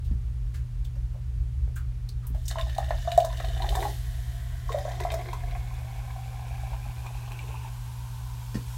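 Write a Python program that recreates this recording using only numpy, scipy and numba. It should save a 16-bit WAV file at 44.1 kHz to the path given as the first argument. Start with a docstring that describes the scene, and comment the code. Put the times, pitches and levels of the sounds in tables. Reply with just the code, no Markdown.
"""Clicks and bumps of a handled can, then two gushes and a thinning trickle of fizzy juice into a glass;
foam fizzes on, a last bump sets the can down; low electric hum, rumble and hiss in a small room.
Bubbles are damped sines, drops and scrapes are noise bursts, fizz is a dense bubble swarm plus noise.
Moving resonances shift the pitch and level of the ringing air as the glass fills;
air gurgles into the can."""
import sys
import numpy as np
from scipy import signal
from scipy.fft import rfft, irfft, next_fast_len
from scipy.io import wavfile
from scipy.ndimage import map_coordinates
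from numba import njit

SR = 44100
rng = np.random.default_rng(int(sys.argv[2]) if len(sys.argv) > 2 else 0)


def waveform_to_disk(signal):
    """Save audio, clipped to [-1, 1], as 16-bit WAV at the path in sys.argv[1]."""
    frames = np.transpose(np.atleast_2d(signal))
    scaled = np.clip(frames, -1, 1) * 32767
    samples = np.round(scaled).astype(np.int16)
    wavfile.write(sys.argv[1], SR, samples)


N = 386757
TOP_HZ = 15900  # band limit

# air column shortened by drink and foam: [t/s, fill/0-1]
FILL_CURVE = [(2.5, 0.15), (3.2, 0.14), (3.8, 0.23), (4.3, 0.21), (5.0, 0.28), (5.6, 0.42), (6.7, 0.52),
              (7.4, 0.71), (8.0, 0.86), (8.7, 0.83)]
# air resonances of glass and can: [f empty/Hz, f full/Hz, width/Hz, level empty/dB, level full/dB]
AIR_MODES = [(607.6, 965, 68, 6, -6.5), (1080, 970, 160, -12.5, 3.5), (1804, 1430, 270, -8.5, -8.5),
             (1587, 3020, 150, 3, -13.5), (2240, 2510, 460, -20.5, 1.5), (2800, 4070, 150, 9, -39),
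             (3735, 3350, 280, 15, -50.5), (4400, 3200, 140, 0, -38)]
# loudest drops on surface or wall: [t/s, ping peak/dB, slap/dB before trim, spray/dB before trim]
LOUD_DROPS = [(2.48, -37, -62, -37.5), (2.511, -29.5, -35.5, -46), (2.585, -32, -30.5, -52),
              (2.611, -26, -57, -51), (2.781, -33.5, -49, -46.5), (2.907, -36, -28.5, -54),
              (3.118, -24.5, -42, -47), (3.175, -40, -36, -44), (3.202, -31, -45, -48),
              (3.247, -37, -46, -40.5), (3.401, -38, -29.5, -56), (3.446, -31, -37.5, -51),
              (3.621, -27, -41, -51), (3.690, -25.5, -47, -45), (3.752, -29.5, -30, -38),
              (3.827, -48, -29.5, -56), (4.720, -37, -39, -50.5), (4.785, -43, -35, -52),
              (5.002, -30.5, -34, -46.5), (5.103, -32, -35.5, -65), (5.118, -32, -47, -46),
              (5.139, -39, -37, -45), (5.286, -38, -35.5, -65), (5.330, -38, -46, -50),
              (5.551, -49, -35, -66), (6.731, -42, -42, -64), (7.063, -42, -37.5, -56),
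              (7.318, -34, -40, -55), (7.390, -34, -47, -64)]
# two gushes, then a long trickle: [start/s, end/s, big bubbles/dB, spatter/dB]
STREAMS = [(2.49, 3.888, -62, -0.5), (4.676, 5.161, -46, -0.5), (5.171, 7.662, -52.5, -10.5)]
POUR_ATTACK_S, POUR_RELEASE_S = 0.012, 0.05


def amp(db):
    """Decibels to linear gain."""
    return 10 ** (np.asarray(db) / 20)


def unit(x):
    """Scale to rms 1."""
    return x / np.sqrt(np.mean(x ** 2) + 1e-20)


def peaked(x):
    """Scale to peak 1."""
    return x / (np.abs(x).max() + 1e-20)


def along(points, hz):
    """Interpolate (Hz, value) points on a log frequency axis."""
    f, v = np.transpose(points)
    return np.interp(np.log(hz + 1), np.log(f + 1), v)


def fill_at(s):
    """Fill of the glass, 0-1, at s seconds."""
    return np.interp(s, *np.transpose(FILL_CURVE))


def wobble(rate):
    """Smooth random curve, rate knots per second."""
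    knots = rng.standard_normal(int(N * rate / SR) + 4)
    return map_coordinates(knots, [np.arange(N) * rate / SR])


def filtered(x, response):
    """Multiply the spectrum of x by a response of frequency."""
    m = next_fast_len(len(x) + 8192)
    return irfft(rfft(x, m) * response(np.fft.rfftfreq(m, 1 / SR)), m)[:len(x)]


def noise(spectrum, size):
    """Coloured noise of rms 1; spectrum as (f/Hz, density/dB) points."""
    return unit(filtered(rng.standard_normal(size), lambda hz: amp(along(spectrum, hz))))


def fade(t, t60):
    """Exponential decay, -60 dB at t60."""
    return np.exp(-np.log(1000) * t / t60)


def add(track, s, sound):
    """Mix a sound in at s seconds."""
    part = track[max(round(s * SR), 0):][:len(sound)]
    part += sound[:len(part)]


def swell(start, end, attack, release):
    """Envelope: linear rise, hold until end, exponential release; all in seconds."""
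    t = np.arange(N) / SR
    return np.clip((t - start) / attack, 0, 1) * np.exp(-np.maximum(t - end, 0) / release)


@njit
def resonate(x, hz, width):
    """One-pole complex resonator, peak gain about 1, whose centre may move."""
    y, z, pole = np.zeros(len(x)), 0j, 0j
    keep = np.exp(-np.pi * width / SR)
    for i in range(len(x)):
        if i % 16 == 0:
            pole = keep * np.exp(2j * np.pi * hz[i] / SR)
        z = z * pole + x[i]
        y[i] = 2 * (1 - keep) * z.real
    return y


def background():
    """Electric hum as sines, uneven deep rumble that holds then ebbs, and faint hiss, both as noise."""
    # hum partials: [f/Hz, level/dB rms]
    hum_partials = [(120, -37.5), (177, -66.5)]
    # rumble spectrum: [f/Hz, density/dB per Hz]
    rumble_spectrum = [(15, -45), (28, -28), (42, -0.5), (58, 2), (72, -2.5), (90, -19.5), (130, -19.5),
                       (200, -41), (300, -46.5), (600, -62), (2000, -120)]
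    # hiss spectrum: [f/Hz, density/dB per Hz]
    hiss_spectrum = [(120, -26), (200, -3), (328, -11.5), (359, -6), (557, -12), (1640, -16), (2490, -18),
                     (10600, -27), (15800, -34)]
    start_db, hold_s, ebb_db_per_s, waver_db = -30, 3.26, 2, 1.05
    t = np.arange(N) / SR
    hum = np.zeros(N)
    for hz, db in hum_partials:
        hum += amp(db + 0.27 * wobble(3.1)) * np.sqrt(2) * np.sin(2 * np.pi * hz * t)
    rumble_db = start_db - ebb_db_per_s * np.maximum(t - hold_s, 0) + waver_db * wobble(7)
    rumble = amp(rumble_db) * noise(rumble_spectrum, N)
    return hum + rumble + amp(-60.5) * noise(hiss_spectrum, N)


def ticks():
    """Can and glass shift in the hands: noise scrapes, each exciting one ring that sags in pitch."""
    # shifts; the last, a soft hiss at 2.452 s, leads into the pour:
    # [t/s, peak/dB, initial ring f/Hz, scrape t60/s, grit over ring input/dB]
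    scrapes = [(.04, -50, 3700, 0.2, -8), (0.538, -41, 1710, 0.18, -10), (.845, -41.5, 3550, 0.073, -14),
               (.953, -50, 540, 0.092, -28), (1.14, -47.5, 580, .13, -37), (1.675, -44, 438, 0.042, -38),
               (1.754, -39.5, 7800, .13, 0), (1.759, -38.5, 1490, 0.16, -38),
               (2.089, -35.5, 4140, 0.028, -22), (2.223, -48.5, 1210, 0.36, -26),
               (2.268, -32.5, 11300, 0.038, 15), (2.344, -40.5, 640, 0.078, -24),
               (2.452, -39, 6000, 0.1, -18)]
    rise_share, sag_per_s = 0.022, 3.5  # rise time constant over t60; log pitch fall
    out, t = np.zeros(N), np.arange(SR // 4) / SR
    for s, db, hz, t60, grit_db in scrapes:
        envelope = fade(t, t60) * (1 - np.exp(-t / (rise_share * t60))) ** 2
        scrape = rng.standard_normal(len(t)) * envelope
        tilt = [(hz / 3, -15), (hz, 0), (4 * hz, -3), (10 * hz, -10)]
        grit = filtered(scrape, lambda f: amp(along(tilt, f)))
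        ring = resonate(grit, hz * np.exp(-sag_per_s * t), 0.18 * hz)
        add(out, s, amp(db) * peaked(amp(grit_db) * grit + ring))
    return out


def knocks():
    """A bump rings table-top modes as a thud, and can modes plus a noise crack as a clack."""
    # bumps on the table: [t/s, thud/dB, clack/dB]
    bumps = [(.113, -25, -53), (.955, -43.5, -53.5), (2.304, -32.5, -65), (6.868, -38.5, -64),
             (8.545, -32, -35), (8.554, -18, -35.5)]
    # table-top modes: [f/Hz, mean level/dB, t60/s]
    table_modes = [(163, 5.5, 0.18), (205.5, 9, 0.086), (255, 5, 0.048), (387, -7.5, 0.13),
                   (540, -14, 0.033)]
    # can modes: [f/Hz, mean level/dB, t60/s]
    can_modes = [(1050, -4, 0.055), (1826, 6.5, 0.035), (2720, -5, 0.023), (4720, -5, 0.12),
                 (5250, -7, 0.032)]
    crack_spectrum = [(300, 6.5), (2000, -12.5), (6000, -14), (15000, -24)]
    out, t = np.zeros(N), np.arange(SR // 3) / SR

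    def ring(modes):
        """Damped sines with level scatter, peak 1."""
        total = np.zeros(len(t))
        for hz, db, t60 in modes:
            total += amp(db + rng.normal(0, 2.1)) * fade(t, t60) * np.sin(2 * np.pi * hz * t)
        return peaked(total)

    for s, db, clack_db in bumps:
        add(out, s, amp(db) * ring(table_modes) * (1 - np.exp(-t / 0.00085)))
        crack = noise(crack_spectrum, len(t)) * fade(t, 0.13)
        add(out, s, amp(clack_db) * (ring(can_modes) + amp(-4.5) * crack))
    return out


def room(x):
    """Short diffuse wall tail: noise decaying per frequency, redrawn every third of a second."""
    # room decay: [f/Hz, t60/s]
    decay = [(150, 0.2), (700, 0.2), (4000, 0.11), (14000, 0.13)]
    out, hop = np.zeros(N), SR // 3
    for i in range(0, N, hop):
        hz, t, z = signal.stft(rng.standard_normal(SR // 2), SR, nperseg=256)
        tail = signal.istft(z * fade(t, along(decay, hz)[:, None]), SR, nperseg=256)[1]
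        add(out, i / SR + 0.006, signal.fftconvolve(x[i:i + hop], tail / np.linalg.norm(tail)))
    return out


def glass(x, fill, leak_db):
    """Sound made in the glass: direct leak plus air modes that shift in pitch and level with fill."""
    fill = fill + np.zeros(len(x))
    out = amp(leak_db) * x
    for hz0, hz1, width, db0, db1 in AIR_MODES:
        mode = resonate(x, hz0 + (hz1 - hz0) * fill, float(width))
        out = out + amp(db0 + (db1 - db0) * fill) * mode
    return out


def bubbles(rate, pitch_hz, spread, cycles, scatter_db, size):
    """Random swarm of bubbles, each a damped sine whose pitch first rises; rms 1."""
    count = int(min(rate * N / SR, 5e6 / size))
    start = rng.integers(0, N, count)
    hz = np.minimum(pitch_hz * np.exp(spread * rng.standard_normal((count, 1))), TOP_HZ)
    strength = amp(scatter_db * np.minimum(rng.exponential(size=(count, 1)), 4))
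    turns = hz * np.arange(size) / SR
    phase = 2 * np.pi * turns * (1 + 0.12 * np.minimum(turns / cycles, 1))
    rings = strength * fade(turns, cycles) * np.sin(phase)
    index = start[:, None] + np.arange(size)
    return unit(np.bincount(index.ravel(), rings.ravel(), N)[:N])


def surging(lag=0):
    """Air drawn into the can as it tips further: each surge grows to a crest and ebbs; lag in seconds."""
    # surges: [crest t/s, gurgle/dB, rise/dB per s, fall/dB per s]
    surges = [(3.82, -42.5, 52, 127), (5.12, -49.5, 35, 38), (7.40, -58.5, 23, 11)]
    t = np.arange(N) / SR - lag
    level = np.zeros(N)
    for s, db, rise, fall in surges:
        level += amp(db - rise * np.maximum(s - t, 0) - fall * np.maximum(t - s, 0))
    return level


def foam():
    """Foam head: noise seethes through the glass modes while bursting bubbles make a fine fizz."""
    # fizz level before gain: [t/s, level/dB]
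    fizz_level = [(2.3, -66), (2.62, -62), (3.61, -57.5), (3.83, -47.5), (3.97, -54.5), (4.5, -58.5),
                  (4.95, -59.5), (5.38, -60), (8.59, -55), (8.77, -52.5)]
    # fizz noise spectrum: [f/Hz, density/dB per Hz]
    fizz_spectrum = [(800, -35), (1500, -26), (3200, 2), (5000, -1.5), (7500, -1), (9500, -3.5),
                     (11700, -1), (14000, -6), (15800, -7.5)]
    fizz_gain_db, surge_fizz_db, flutter_db = 0.6, -12, 1  # surge fizz over gurgle; flutter at full spatter
    start_s, build_s, lag_s = 2.35, 2.5, 0.12  # lag: foam rises after a surge
    low_db, mid_db, mid_damping_db = -57.5, -55.5, 6.5  # a full glass damps the middle
    low_spectrum = [(150, -27), (350, -23), (700, 5), (1050, 3), (1500, -2), (3000, -48)]
    mid_spectrum = [(700, -19), (1500, 15), (3500, 3.5), (5000, -25), (9000, -42)]
    t = np.arange(N) / SR
    fill = fill_at(t)
    low = unit(glass(noise(low_spectrum, N), fill, leak_db=-27))
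    mid = unit(glass(noise(mid_spectrum, N), fill, leak_db=-16))
    seethe = amp(low_db) * low + amp(mid_db - mid_damping_db * fill) * mid

    bursts = bubbles(rate=5000, pitch_hz=7100, spread=0.63, cycles=6.1, scatter_db=8.5, size=64)
    fizz = unit(amp(-7.5) * bursts + noise(fizz_spectrum, N))
    # fizz rings the air, less as foam nears the rim
    fizz = fizz + amp(-27 * fill) * glass(fizz, fill, leak_db=-40)
    # fizz flutters while the stream stirs it, swells just after each surge
    stirred = np.zeros(N)
    for start, end, _, spatter_db in STREAMS:
        stirred += amp(spatter_db) * swell(start, end, POUR_ATTACK_S, POUR_RELEASE_S)
    steady = amp(np.interp(t, *np.transpose(fizz_level)) + fizz_gain_db)
    level = np.hypot(steady, amp(surge_fizz_db) * surging(lag_s))
    level = level * amp(flutter_db * stirred * wobble(40))

    age = t - start_s
    build = np.sqrt(np.clip(age / build_s, 0, 1))
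    return build * seethe + np.clip(age / POUR_ATTACK_S, 0, 1) * level * fizz


def strays(rate):
    """Loosely spaced moments while drink runs: rows of (t/s, spatter/dB, fill, two chance values)."""
    rows = []
    for start, end, _, spatter_db in STREAMS:
        for k, (late, a, b) in enumerate(rng.standard_normal((100, 3))):
            s = start + (k + 1 + late / 2) / rate
            if start < s < end:
                rows.append((s, spatter_db, fill_at(s), a, b))
    return rows


def splashes():
    """A drop slaps the air in the glass, pings its cross modes and throws a short bright spray."""
    # spray spectrum: [f/Hz, density/dB per Hz]
    spray_spectrum = [(1500, -30), (4000, 5), (7500, 8), (10000, 2), (15000, 0)]
    slap_spectrum = [(300, -9), (800, 4.5), (1300, 0.5), (2500, -5.5), (3200, -26.5), (6000, -53)]
    ping_spectrum = [(1500, -36), (2400, 9), (3000, 1.5), (4200, 1.5), (7000, -21), (12000, -28)]
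    drops_per_s, scatter_db = 17, 3  # lesser drops
    base_ping_db, base_slap_db, base_spray_db = -35.5, -46, -54  # at full spatter, before trims
    foam_dulls_db = 12  # a full glass muffles ping and spray of lesser drops
    out, t = np.zeros(N), np.arange(SR // 14) / SR
    drops = []
    for s, db, fill, a, b in strays(drops_per_s):
        bright_db = db + scatter_db * a - foam_dulls_db * fill
        slap_db = base_slap_db + db + scatter_db * b
        drops.append((s, base_ping_db + bright_db, slap_db, base_spray_db + bright_db))
    for s, ping_db, slap_db, spray_db in LOUD_DROPS + drops:
        fill = fill_at(s)
        slap = noise(slap_spectrum, len(t)) * fade(t, 0.041)
        ping = noise(ping_spectrum, len(t)) * fade(t, 0.018)
        add(out, s, amp(slap_db + 3.5) * peaked(glass(slap, fill, leak_db=-26)))
        add(out, s, amp(ping_db) * peaked(glass(ping, fill, leak_db=-36)))
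        # cubed noise: droplets of very uneven size
        mist = rng.standard_normal(len(t)) ** 3
        droplets = unit(filtered(mist, lambda hz: amp(along(spray_spectrum, hz))))
        envelope = fade(t, 0.047) * (1 - np.exp(-t / 0.0011))
        add(out, s, amp(spray_db + 7) * droplets * envelope)
    return out


def pour():
    """The stream churns bubbles of all sizes into the drink and spits; air gurgles in the can's hollow."""
    surge_big_db, surge_small_db = 2, 4.5  # bubbles a surge adds, over its gurgle
    small_db, small_limit_db = -55.5, -53  # under a running stream; most a surge adds
    spit_db, first_spit_db, first_spit_s = -59.5, -40.5, 0.01  # strongest as drink meets the dry glass
    waver_db = 1
    fill = fill_at(np.arange(N) / SR)
    running, churning, spatter = np.zeros((3, N))
    for start, end, big_db, spatter_db in STREAMS:
        on = swell(start, end, POUR_ATTACK_S, POUR_RELEASE_S)
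        running += on
        churning += amp(big_db) * on
        spatter += amp(spatter_db) * on
    surge = running * surging()

    gurgle = bubbles(rate=260, pitch_hz=399, spread=0.27, cycles=25, scatter_db=3, size=1200)
    can = surge * unit(resonate(gurgle, np.full(N, 385.0), 80.0))

    big = bubbles(rate=420, pitch_hz=794, spread=0.23, cycles=16, scatter_db=5.5, size=1200)
    big_level = np.hypot(churning, amp(surge_big_db) * surge)
    big = big_level * unit(glass(big, fill, leak_db=-47))

    small = bubbles(rate=800, pitch_hz=2710, spread=0.363, cycles=29, scatter_db=3.5, size=500)
    small_surge = np.minimum(amp(surge_small_db) * surge, amp(small_limit_db))
    small_level = np.hypot(amp(small_db) * running, small_surge)
    small = small_level * unit(glass(small, fill, leak_db=-32))

    first_s = LOUD_DROPS[0][0]
    first_spit = swell(first_s, first_s + first_spit_s, 0.0059, first_spit_s)
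    spit_level = amp(spit_db) * spatter + amp(first_spit_db) * first_spit
    spit = bubbles(rate=900, pitch_hz=6130, spread=0.213, cycles=72, scatter_db=2.5, size=350)
    return amp(waver_db * wobble(25)) * (can + big + small + spit_level * spit)


def glugs():
    """Each big bubble rings briefly and sets the air column going; the drink churns in its wake."""
    # biggest, clearest bubbles: [t/s, peak/dB, f/Hz, t60/s]
    clear_bubbles = [(2.557, -26, 935, 0.018), (2.570, -30, 660, 0.06), (2.585, -30.5, 1050, 0.063),
                     (2.784, -16, 800, 0.024), (2.907, -16.5, 830, 0.0098), (3.074, -19.5, 700, 0.045),
                     (3.118, -30, 693, 0.12), (3.177, -5, 709, 0.031), (3.246, -20.5, 694, .018),
                     (3.442, -28, 720, 0.017), (3.566, -36.5, 745, 0.04), (3.600, -29, 770, 0.078),
                     (3.620, -33.5, 960, .066), (3.642, -26.5, 826, 0.066), (3.724, -28, 795, 0.11),
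                     (3.752, -26.5, 910, 0.031), (3.768, -24.5, 752, 0.073), (3.787, -26.5, 778, .08),
                     (3.827, -23.5, 894, 0.037), (3.852, -20.5, 834, 0.051), (4.692, -27.5, 1060, 0.017),
                     (4.702, -32, 450, 0.062), (4.744, -17.5, 579, 0.055), (4.851, -24.5, 580, 0.03),
                     (5.002, -32.5, 987, 0.023), (5.006, -32.5, 375, 0.065), (5.050, -19.5, 720, 0.0092),
                     (5.117, -28.5, 648, 0.071), (5.138, -24, 623, 0.038), (5.331, -25.5, 950, 0.02),
                     (6.730, -37, 910, 0.032)]
    plops_per_s, plop_db, scatter_db = 11, -37.5, 1  # lesser bubbles, at full spatter
    over_air, spread, plop_t60_s = 1.06, 0.115, 0.036  # pitch near the first air mode
    churn_spectrum = [(150, -37), (260, -16), (370, -6), (600, -25), (1000, 9), (1400, -4),
                      (2000, -13), (4000, -55)]
    out, t = np.zeros(N), np.arange(SR // 5) / SR
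    empty_hz, full_hz = AIR_MODES[0][:2]
    plops = []
    for s, db, fill, a, b in strays(plops_per_s):
        air_hz = empty_hz + (full_hz - empty_hz) * fill
        hz = over_air * air_hz * np.exp(spread * b)
        plops.append((s, plop_db + db + scatter_db * a, hz, plop_t60_s))
    for s, db, hz, t60 in clear_bubbles + plops:
        bubble = np.sin(2 * np.pi * hz * t) * fade(t, t60) * (1 - np.exp(-t / 0.0026))
        add(out, s, amp(db) * peaked(glass(bubble, fill_at(s), leak_db=-46)))
        # churn grows with the bubble's level up to a ceiling
        churn = noise(churn_spectrum, len(t)) * fade(t, 0.081)
        add(out, s, amp(min(db, -22) - 17.5) * churn)
    return out


def scene():
    """Near sources, their room tail at -6 dB, and the background; one channel."""
    near = ticks() + knocks() + foam() + splashes() + pour() + glugs()
    return (near + amp(-6) * room(near) + background())[None]


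def record(dry):
    """Cut everything above the band limit."""
    return np.array([filtered(x, lambda hz: hz < TOP_HZ) for x in dry])


dry = scene()
out = record(dry)
waveform_to_disk(out)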